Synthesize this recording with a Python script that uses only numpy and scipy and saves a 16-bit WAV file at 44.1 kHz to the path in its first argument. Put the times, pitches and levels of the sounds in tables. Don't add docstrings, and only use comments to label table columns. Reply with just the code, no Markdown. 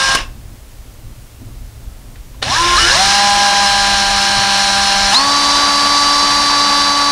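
import sys
import numpy as np
from scipy import signal
from scipy.fft import rfft, irfft, next_fast_len
from scipy.io import wavfile
from scipy.ndimage import uniform_filter1d, minimum_filter1d, map_coordinates

SR = 44100
rng = np.random.default_rng(int(sys.argv[2]) if len(sys.argv) > 2 else 0)


def dump(signal):
    limited = np.clip(np.atleast_2d(signal).T, -1, 1)
    pcm = np.round(limited * 32767).astype(np.int16)
    wavfile.write(sys.argv[1], SR, pcm)


def volts_from_decibels(level):
    exponent = np.asarray(level, float) / 20
    return 10 ** exponent


N = 313551

# (multiple of rotor speed, level [dB rms])
FIRST_HOLE_ORDERS = [(2, -33.5), (3, -32.5), (4, -22), (5, -30.5), (6, -17.5), (11, -40), (14, -31),
                     (16, -30)]


def rotor():
    rotor_hz, brake_s = 267.5, 0.15
    angle = shaft(np.full(N, rotor_hz), jitter=0.0026)
    fade_db = 1.6 * curves(EFFORT[0][:2])[0]
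    whine = sum(order(k, angle, db + fade_db, flutter_db=1.7) for k, db in FIRST_HOLE_ORDERS)
    first = span([(0,), (brake_s,)], fade=0.0085) * np.array([whine, beating(angle)])
    return first + span(EFFORT[1], fade=0.0079) * second_hole(speed())


# (multiple of rotor speed, level at middle speed [dB rms],
# level at full speed [dB rms], loss per Hz that the load drags the rotor [dB/Hz])
STEADY_ORDERS = [(1, -32.5, -29.5, .05), (2, -61, -34, -2), (3, -31.5, -24, 0.5), (4, -18.5, -16, 1.94),
                 (5, -21.5, -33, 1.8), (6, -41, -33, -1), (7, -36.5, -35, -3), (8, -24, -42.5, 0.6)]
# (loaded [Hz], usual [Hz], free [Hz])
SAG_HZ = (198, 200.5, 203)
# (multiple of rotor speed, resonance [Hz], width [Hz], level at its top
# [dB rms])
CROSSINGS = [(2, 356.3, 25, -29), (3, 350, 22, -24), (4, 351, 25, -28), (4, 640, 150, -21.5),
             (4, 768, 40, -15), (5, 925, 170, -28), (6, 994, 200, -19), (7, 920, 190, -27),
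             (8, 1160, 130, -16.5), (12, 796, 200, -20.5), (12, 1030, 81, -14), (12, 1210, 180, -11.5),
             (12, 1620, 380, -17.5), (16, 840, 180, -28), (16, 1115, 260, -16.5), (16, 1400, 95, -27.5),
             (16, 1680, 260, -16.5), (16, 3230, 70, -35), (16, 3700, 139, -21), (16, 3714, 259, -12),
             (16, 4092, 320, -4), (16, 4600, 111.4, -21.5), (20, 4020, 300, -24), (20, 4200, 78, -11),
             (21, 4200, 300, -27), (14, 4050, 160, -22), (22, 3800, 300, -23), (22, 4180, 200, -16.5),
             (22, 4380, 100, -25.5)]
# (multiple of rotor speed, resonance [Hz], width [Hz], level at its top [dB rms])
FLARES = [(21, 1680, 91, -17), (19, 1680, 100, -29), (13, 1650, 140, -14), (14, 1690, 140, -16),
          (52, 3190, 150, -25), (26, 2940, 140, -20), (54, 4000, 290, -20), (67.7, 4100, 300, -19),
          (43, 4250, 270, -14), (40, 3900, 360, -12), (32, 4180, 220, -12), (27, 4200, 300, -12),
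          (11, 2010, 150, -24)]


def second_hole(hz):
    angle = shaft(hz, jitter=0.0013)
    full = fullness(hz)
    loaded_hz, usual_hz, free_hz = SAG_HZ
    unloaded_hz = (1 - full) * (np.clip(hz, loaded_hz, free_hz) - usual_hz)
    asleep_db = 0.25 * np.minimum(hz - 190, 0)

    power = {}
    for k, middle_db, full_db, gain_per_hz in STEADY_ORDERS:
        hollow_db = -14 * inside(round(k) * hz, 935, 70)
        steady_db = middle_db + full * (full_db - middle_db) + gain_per_hz * unloaded_hz
        power[round(k)] = volts_from_decibels(steady_db + asleep_db + hollow_db) ** 2
    for k, centre_hz, width_hz, db in CROSSINGS:
        ring = volts_from_decibels(db) * inside(round(k) * hz, centre_hz, width_hz)
        power[round(k)] = power.get(round(k), 0) + ring ** 2

    loose = np.clip(190 / hz - 0.9, 0, 1)
    backlash = 0.045 * loose
    whine = np.zeros(N)
    for k, p in power.items():
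        smeared = angle + 0.5 * backlash * wobble(150)
        breakup_db = 2.5 * loose * wobble(50)
        whine += np.sqrt(p) * order(k, smeared, breakup_db, flutter_db=0.45)
    for k, centre_hz, width_hz, db in FLARES:
        tooth = order(k, angle + backlash * wobble(250), db, flutter_db=2.8)
        whine += tooth * inside(round(k) * hz, centre_hz, width_hz)
    return np.array([whine, beating(angle)])


# (time [s], speed [Hz])
TRIGGER = [(2.384, 29.05), (2.561, 91.2), (2.769, 89.6), (2.777, 133.6), (2.814, 114.5), (2.905, 134.8),
           (2.915, 148.8), (2.948, 153), (2.951, 207), (3.5, 202), (4.0, 199.2), (5.125, 198.4),
           (5.145, 289.9), (5.7, 286.8), (6.1, 288.4), (7.11, 286)]


def speed():
    lag_s, lag_power = 0.026, 1.37
    lag = (1 + np.arange(SR) / SR / lag_s) ** -(lag_power + 1)
    asked = np.pad(curves(TRIGGER)[0], (SR, 0), "edge")
    return signal.fftconvolve(asked, lag / lag.sum())[SR:SR + N]


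def fullness(hz):
    return np.clip((hz - 220) / (270 - 220), 0, 1)


def shaft(hz, jitter):
    return 2 * np.pi * np.cumsum(hz * (1 + jitter * wobble(45))) / SR


def order(k, angle, db, flutter_db):
    tone = np.sin(round(k) * angle + rng.uniform(0, 2 * np.pi))
    return np.sqrt(2) * volts_from_decibels(db + flutter_db * wobble(22)) * tone


def inside(hz, centre_hz, width_hz):
    return 1 / (1 + (2 * (hz - centre_hz) / width_hz) ** 2)


def beating(angle):
    return 0.043 * np.sin(angle) + 0.15 * np.sin(2 * angle)


# (frequency [Hz], level [dB per Hz])
MIDDLE_BODY = [(60, -50), (100, -17), (200, -20), (520, -22), (600, -13), (800, -11), (1020, -8.5),
               (1330, -10), (2100, -10.5), (3500, -11), (4550, -39), (7700, -120)]
FULL_BODY = [(59, -59), (100, -32.5), (237, -21), (283, -27), (506, -18), (852, -7.5), (1060, -5),
             (1130, -5.5), (1350, -11.5), (3500, -15.5), (4550, -45), (7700, -120)]
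GEAR_HISS = [(1470, -30.5), (2500, -15.5), (3260, -9.5), (3960, -3.5), (4570, -3.5), (5440, 1), (6480, -8),
             (8500, -15), (11000, -50), (18700, -120)]
GEAR_TOP = [(4120, -20), (7000, -1), (7320, -6), (8380, -4.5), (9410, -1), (10000, -7.5), (12200, -20.5),
            (13400, -25), (14800, -17), (15800, -36)]
# (frequency [Hz], width [Hz], lift at middle speed [dB], lift at full speed [dB])
CASING = [(205, 31, 7.5, 13), (353.4, 20, 10, 10), (1690, 118, 7.5, 5), (2365, 27, 4, -11),
          (2850, 75, 5.5, 1), (3000, 30, 8, 7), (3584, 100, 4, 8.5), (3824, 37, 7.5, 9.5),
          (4046, 580, 3.5, 6), (4815, 150, 1.5, 9.5), (5154, 42, 9, 4.5), (5420, 91, 2, 5.5),
          (5820, 110, 6, -8), (6080, 240, 1, 7), (6700, 160, 4.5, 2), (9100, 190, 5, 0),
          (9370, 160, 7.5, 0), (14700, 900, 3.5, -4), (10940, 900, 3, 0.5)]


def gears(beat):
    hz = np.fft.rfftfreq(next_fast_len(N + 8192), 1 / SR)
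    middle_lift, full_lift = casing_lift(hz, column=2), casing_lift(hz, column=3)
    full = fullness(speed())
    shake_db = 0.33 * wobble(9.6)
    colours = [(MIDDLE_BODY, FULL_BODY), (GEAR_HISS, GEAR_HISS), (GEAR_TOP, GEAR_TOP)]
    out = np.zeros(N)
    for gain, (middle_colour, full_colour) in zip(gear_levels(), colours):
        teeth = patchy(depth_db=0.63) * (1 + beat) * volts_from_decibels(0.73 * wobble(300))
        slow = unit(filtered(teeth, lambda f: volts_from_decibels(along(middle_colour, f)) * middle_lift))
        quick = unit(filtered(teeth, lambda f: volts_from_decibels(along(full_colour, f)) * full_lift))
        out += gain * volts_from_decibels(shake_db + 0.45 * wobble(18)) * ((1 - full) * slow + full * quick)
    return out


def casing_lift(hz, column):
    power = 1
    for mode in CASING:
        power = power + (volts_from_decibels(mode[column]) ** 2 - 1) * inside(hz, mode[0], mode[1]) ** 2
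    return np.sqrt(power)


# (time [s], effort [dB])
EFFORT = [
    [(0.0, 0), (0.138, -1), (0.147, -3), (0.151, 7), (0.169, -10), (0.179, -8), (0.36, -13)],
    [(2.42, -20), (2.43, -6), (2.45, -11.5), (2.54, -2), (2.75, 0), (2.78, 3), (2.87, 3), (3.2, 2),
     (3.3, -0.5), (3.6, 0.5), (4.2, -0.6), (5.1, -0.3), (5.16, 4), (5.19, -1.1), (5.3, 0.2), (6.3, -0.3),
     (7.11, -1.5)],
]
# (level [dB rms], gain per dB of effort [dB/dB])
GEAR_LAYERS = [
    (-18.5, 0.52),
    (-17.5, 0.94),
    (-29, 0.9),
]
# (time [s], level [dB], t60 [s])
TREBLE_BURSTS = [
    (0.149, -18, 0.052),
    (2.424, -40, 0.044),
    (5.15, -43, 0.13),
]


def gear_levels():
    t = np.arange(N) / SR
    coast = np.where(t < 1, volts_from_decibels(-260 * np.maximum(t - 0.19, 0)), 1)
    levels = []
    for db, slope in GEAR_LAYERS:
        runs = [span(rows, fade=0.0022) * volts_from_decibels(db + slope * curves(rows)[0]) for rows in EFFORT]
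        levels.append(coast * sum(runs))
    for s, db, t60 in TREBLE_BURSTS:
        levels[-1] = levels[-1] + (t > s) * volts_from_decibels(db - 60 * np.abs(t - s) / t60)
    return levels


# (time [s], peak [dB], ring [Hz], t60 [s], crack share of ring)
CLACKS = [(0.150, -5, 2940, 0.024, 1.7), (0.154, -9, 1650, .04, 0.37), (0.155, -5.5, 1088, 0.049, 0.35),
          (0.172, -8, 2750, 0.051, .6), (0.205, -27, 2660, 0.24, .05), (0.21, -35, 1510, .18, .05),
          (1.416, -31, 274, 0.13, .02), (2.157, -41.5, 1650, .06, 3.8), (2.345, -40, 1000, 0.08, 1.2),
          (2.4242, -17, 1720, 0.057, 0.73), (2.425, -23, 793, 0.043, .3), (2.4255, -15, 3040, .03, 0.64),
          (2.4265, -1, 3810, 0.016, 0.54), (2.429, -2, 4270, 0.019, 0.37), (2.436, -19, 3840, .02, .3),
          (2.4412, -3, 4220, 0.014, 0.33), (2.767, -3, 4160, .06, .4), (5.121, -11, 3020, 0.052, .2)]


def clacks():
    out, t = np.zeros(N + SR), np.arange(SR // 4) / SR
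    for s, db, hz, t60, share in CLACKS:
        rough = np.cumsum(rng.standard_normal(len(t))) * 0.084
        ring = np.sin(2 * np.pi * hz * t + rough) * (1 - np.exp(-t / 0.00013))
        crack = share * uniform_filter1d(rng.standard_normal(len(t)), size=3)
        out[round(s * SR):][:len(t)] += volts_from_decibels(db - 60 * t / t60) * (ring + crack)
    return filtered(out[:N], lambda f: 1 / (1 + 1j * f / 6500) ** 4)


# (frequency [Hz], t60 [s])
ROOM = [(300, 0.39), (2000, 0.27), (10000, 0.12)]


def room(x):
    hz, t, z = signal.stft(rng.standard_normal(SR // 2), SR, nperseg=256)
    decay = volts_from_decibels(-60 * t / along(ROOM, hz)[:, None])
    tail = signal.istft(z * decay, SR, nperseg=256)[1]
    delayed = np.pad(x, (200, 0))
    return signal.fftconvolve(delayed, tail / np.linalg.norm(tail))[:N]


# (frequency [Hz], level [dB per Hz])
RUMBLE = [(11, -23), (18, -2), (48, -2.5), (65, -4), (90, -20), (120, -36), (200, -120)]
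THUMP = [(70, -27), (90, -1), (122, 3), (145, -13), (270, -11), (520, -30), (1200, -30), (2500, -70)]
PREAMP = [(240, -33), (400, -3.5), (528, -4.5), (579, -3), (1010, -9), (8150, -13.5), (15800, -17)]


def background():
    deep_gain, thump_gain = np.abs(grips())
    deep = unit(filtered(rng.standard_normal(N), lambda f: volts_from_decibels(along(RUMBLE, f))))
    lumps = volts_from_decibels(0.42 * wobble(18)) * rng.standard_normal(N)
    thump = unit(filtered(lumps, lambda f: volts_from_decibels(along(THUMP, f))))
    hiss = unit(filtered(rng.standard_normal(N), lambda f: volts_from_decibels(along(PREAMP, f))))
    return deep_gain * deep + thump_gain * thump + volts_from_decibels(-45.5) * hiss


# (time [s], length [s], deep level [dB], thump level [dB])
GRIPS = [(0.167, 0.25, -28, -36), (0.45, .3, -33, -39), (0.876, 0.038, -34, -39), (1.08, 0.073, -31, -38),
         (1.457, 0.15, -32.5, -36.5), (1.63, 0.14, -30, -40), (1.87, 0.15, -27, -38),
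         (2.09, 0.1, -34.5, -36), (2.333, 0.28, -32, -40.5), (2.492, 0.083, -42, -26),
         (2.75, 0.46, -25, -32.5), (3.072, 0.045, -30, -31), (3.42, 0.24, -35, -38),
         (3.86, 0.38, -30.5, -36), (4.13, .12, -31, -39), (4.389, .06, -29, -33), (4.794, 0.28, -35, -40.5),
         (5.055, .06, -29, -39), (5.6, .2, -34, -43), (5.8, .1, -38, -38), (6.03, 0.099, -37, -38)]


def grips():
    t = np.arange(N) / SR
    still_db = np.array([-38, -42])
    tremble_db = np.array([wobble(9), wobble(9)])
    gains = volts_from_decibels(still_db[:, None] + tremble_db)
    for s, length, *dbs in GRIPS:
        swell = np.exp(-(2 * (t - s) / length) ** 2)
        gains = gains + np.outer(volts_from_decibels(dbs) - volts_from_decibels(still_db), swell)
    return gains


def unit(x):
    return x / np.sqrt(np.mean(x ** 2) + 1e-20)


def along(points, hz):
    f, v = np.transpose(points)
    return np.interp(np.log(hz + 1), np.log(f + 1), v)


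def curves(rows):
    s, *cols = np.transpose(rows)
    return [np.interp(np.arange(N) / SR, s, c) for c in cols]


def span(rows, fade):
    t = np.arange(N) / SR
    rise = np.clip((t - rows[0][0]) / fade + 1, 0, 1)
    fall = np.clip((rows[-1][0] - t) / fade + 1, 0, 1)
    return rise * fall


def wobble(rate):
    coarse = np.arange(0, N + 16, 16)
    knots = rng.standard_normal(int(N * rate / SR) + 4)
    return np.interp(np.arange(N), coarse, map_coordinates(knots, [coarse * rate / SR]))


def filtered(x, response):
    m = next_fast_len(N + 8192)
    return irfft(rfft(x, m) * response(np.fft.rfftfreq(m, 1 / SR)), m)[..., :N]


def patchy(depth_db):
    z = signal.stft(rng.standard_normal(N), nperseg=512)[2]
    field = uniform_filter1d(rng.standard_normal(z.shape), size=4, axis=0)
    field = uniform_filter1d(field, size=8, axis=1)
    return signal.istft(z * volts_from_decibels(depth_db * unit(field)), nperseg=512)[1][:N]


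def scene():
    whine, beat = rotor()
    knocks = clacks()
    echo = room(volts_from_decibels(-23) * whine + volts_from_decibels(-11) * knocks)
    return (whine + knocks + echo + gears(beat) + background())[None]


def low_pass(x):
    return signal.sosfilt(signal.butter(12, 16670, fs=SR, output="sos"), x)


def record(dry):
    needed = np.minimum(1, 0.96 / (np.abs(dry) + 1e-9))
    gain = uniform_filter1d(minimum_filter1d(needed, size=161), size=81)
    mix = filtered(dry * gain, lambda f: f < 15750)
    return low_pass(mix)


dry = scene()
out = record(dry)
dump(out)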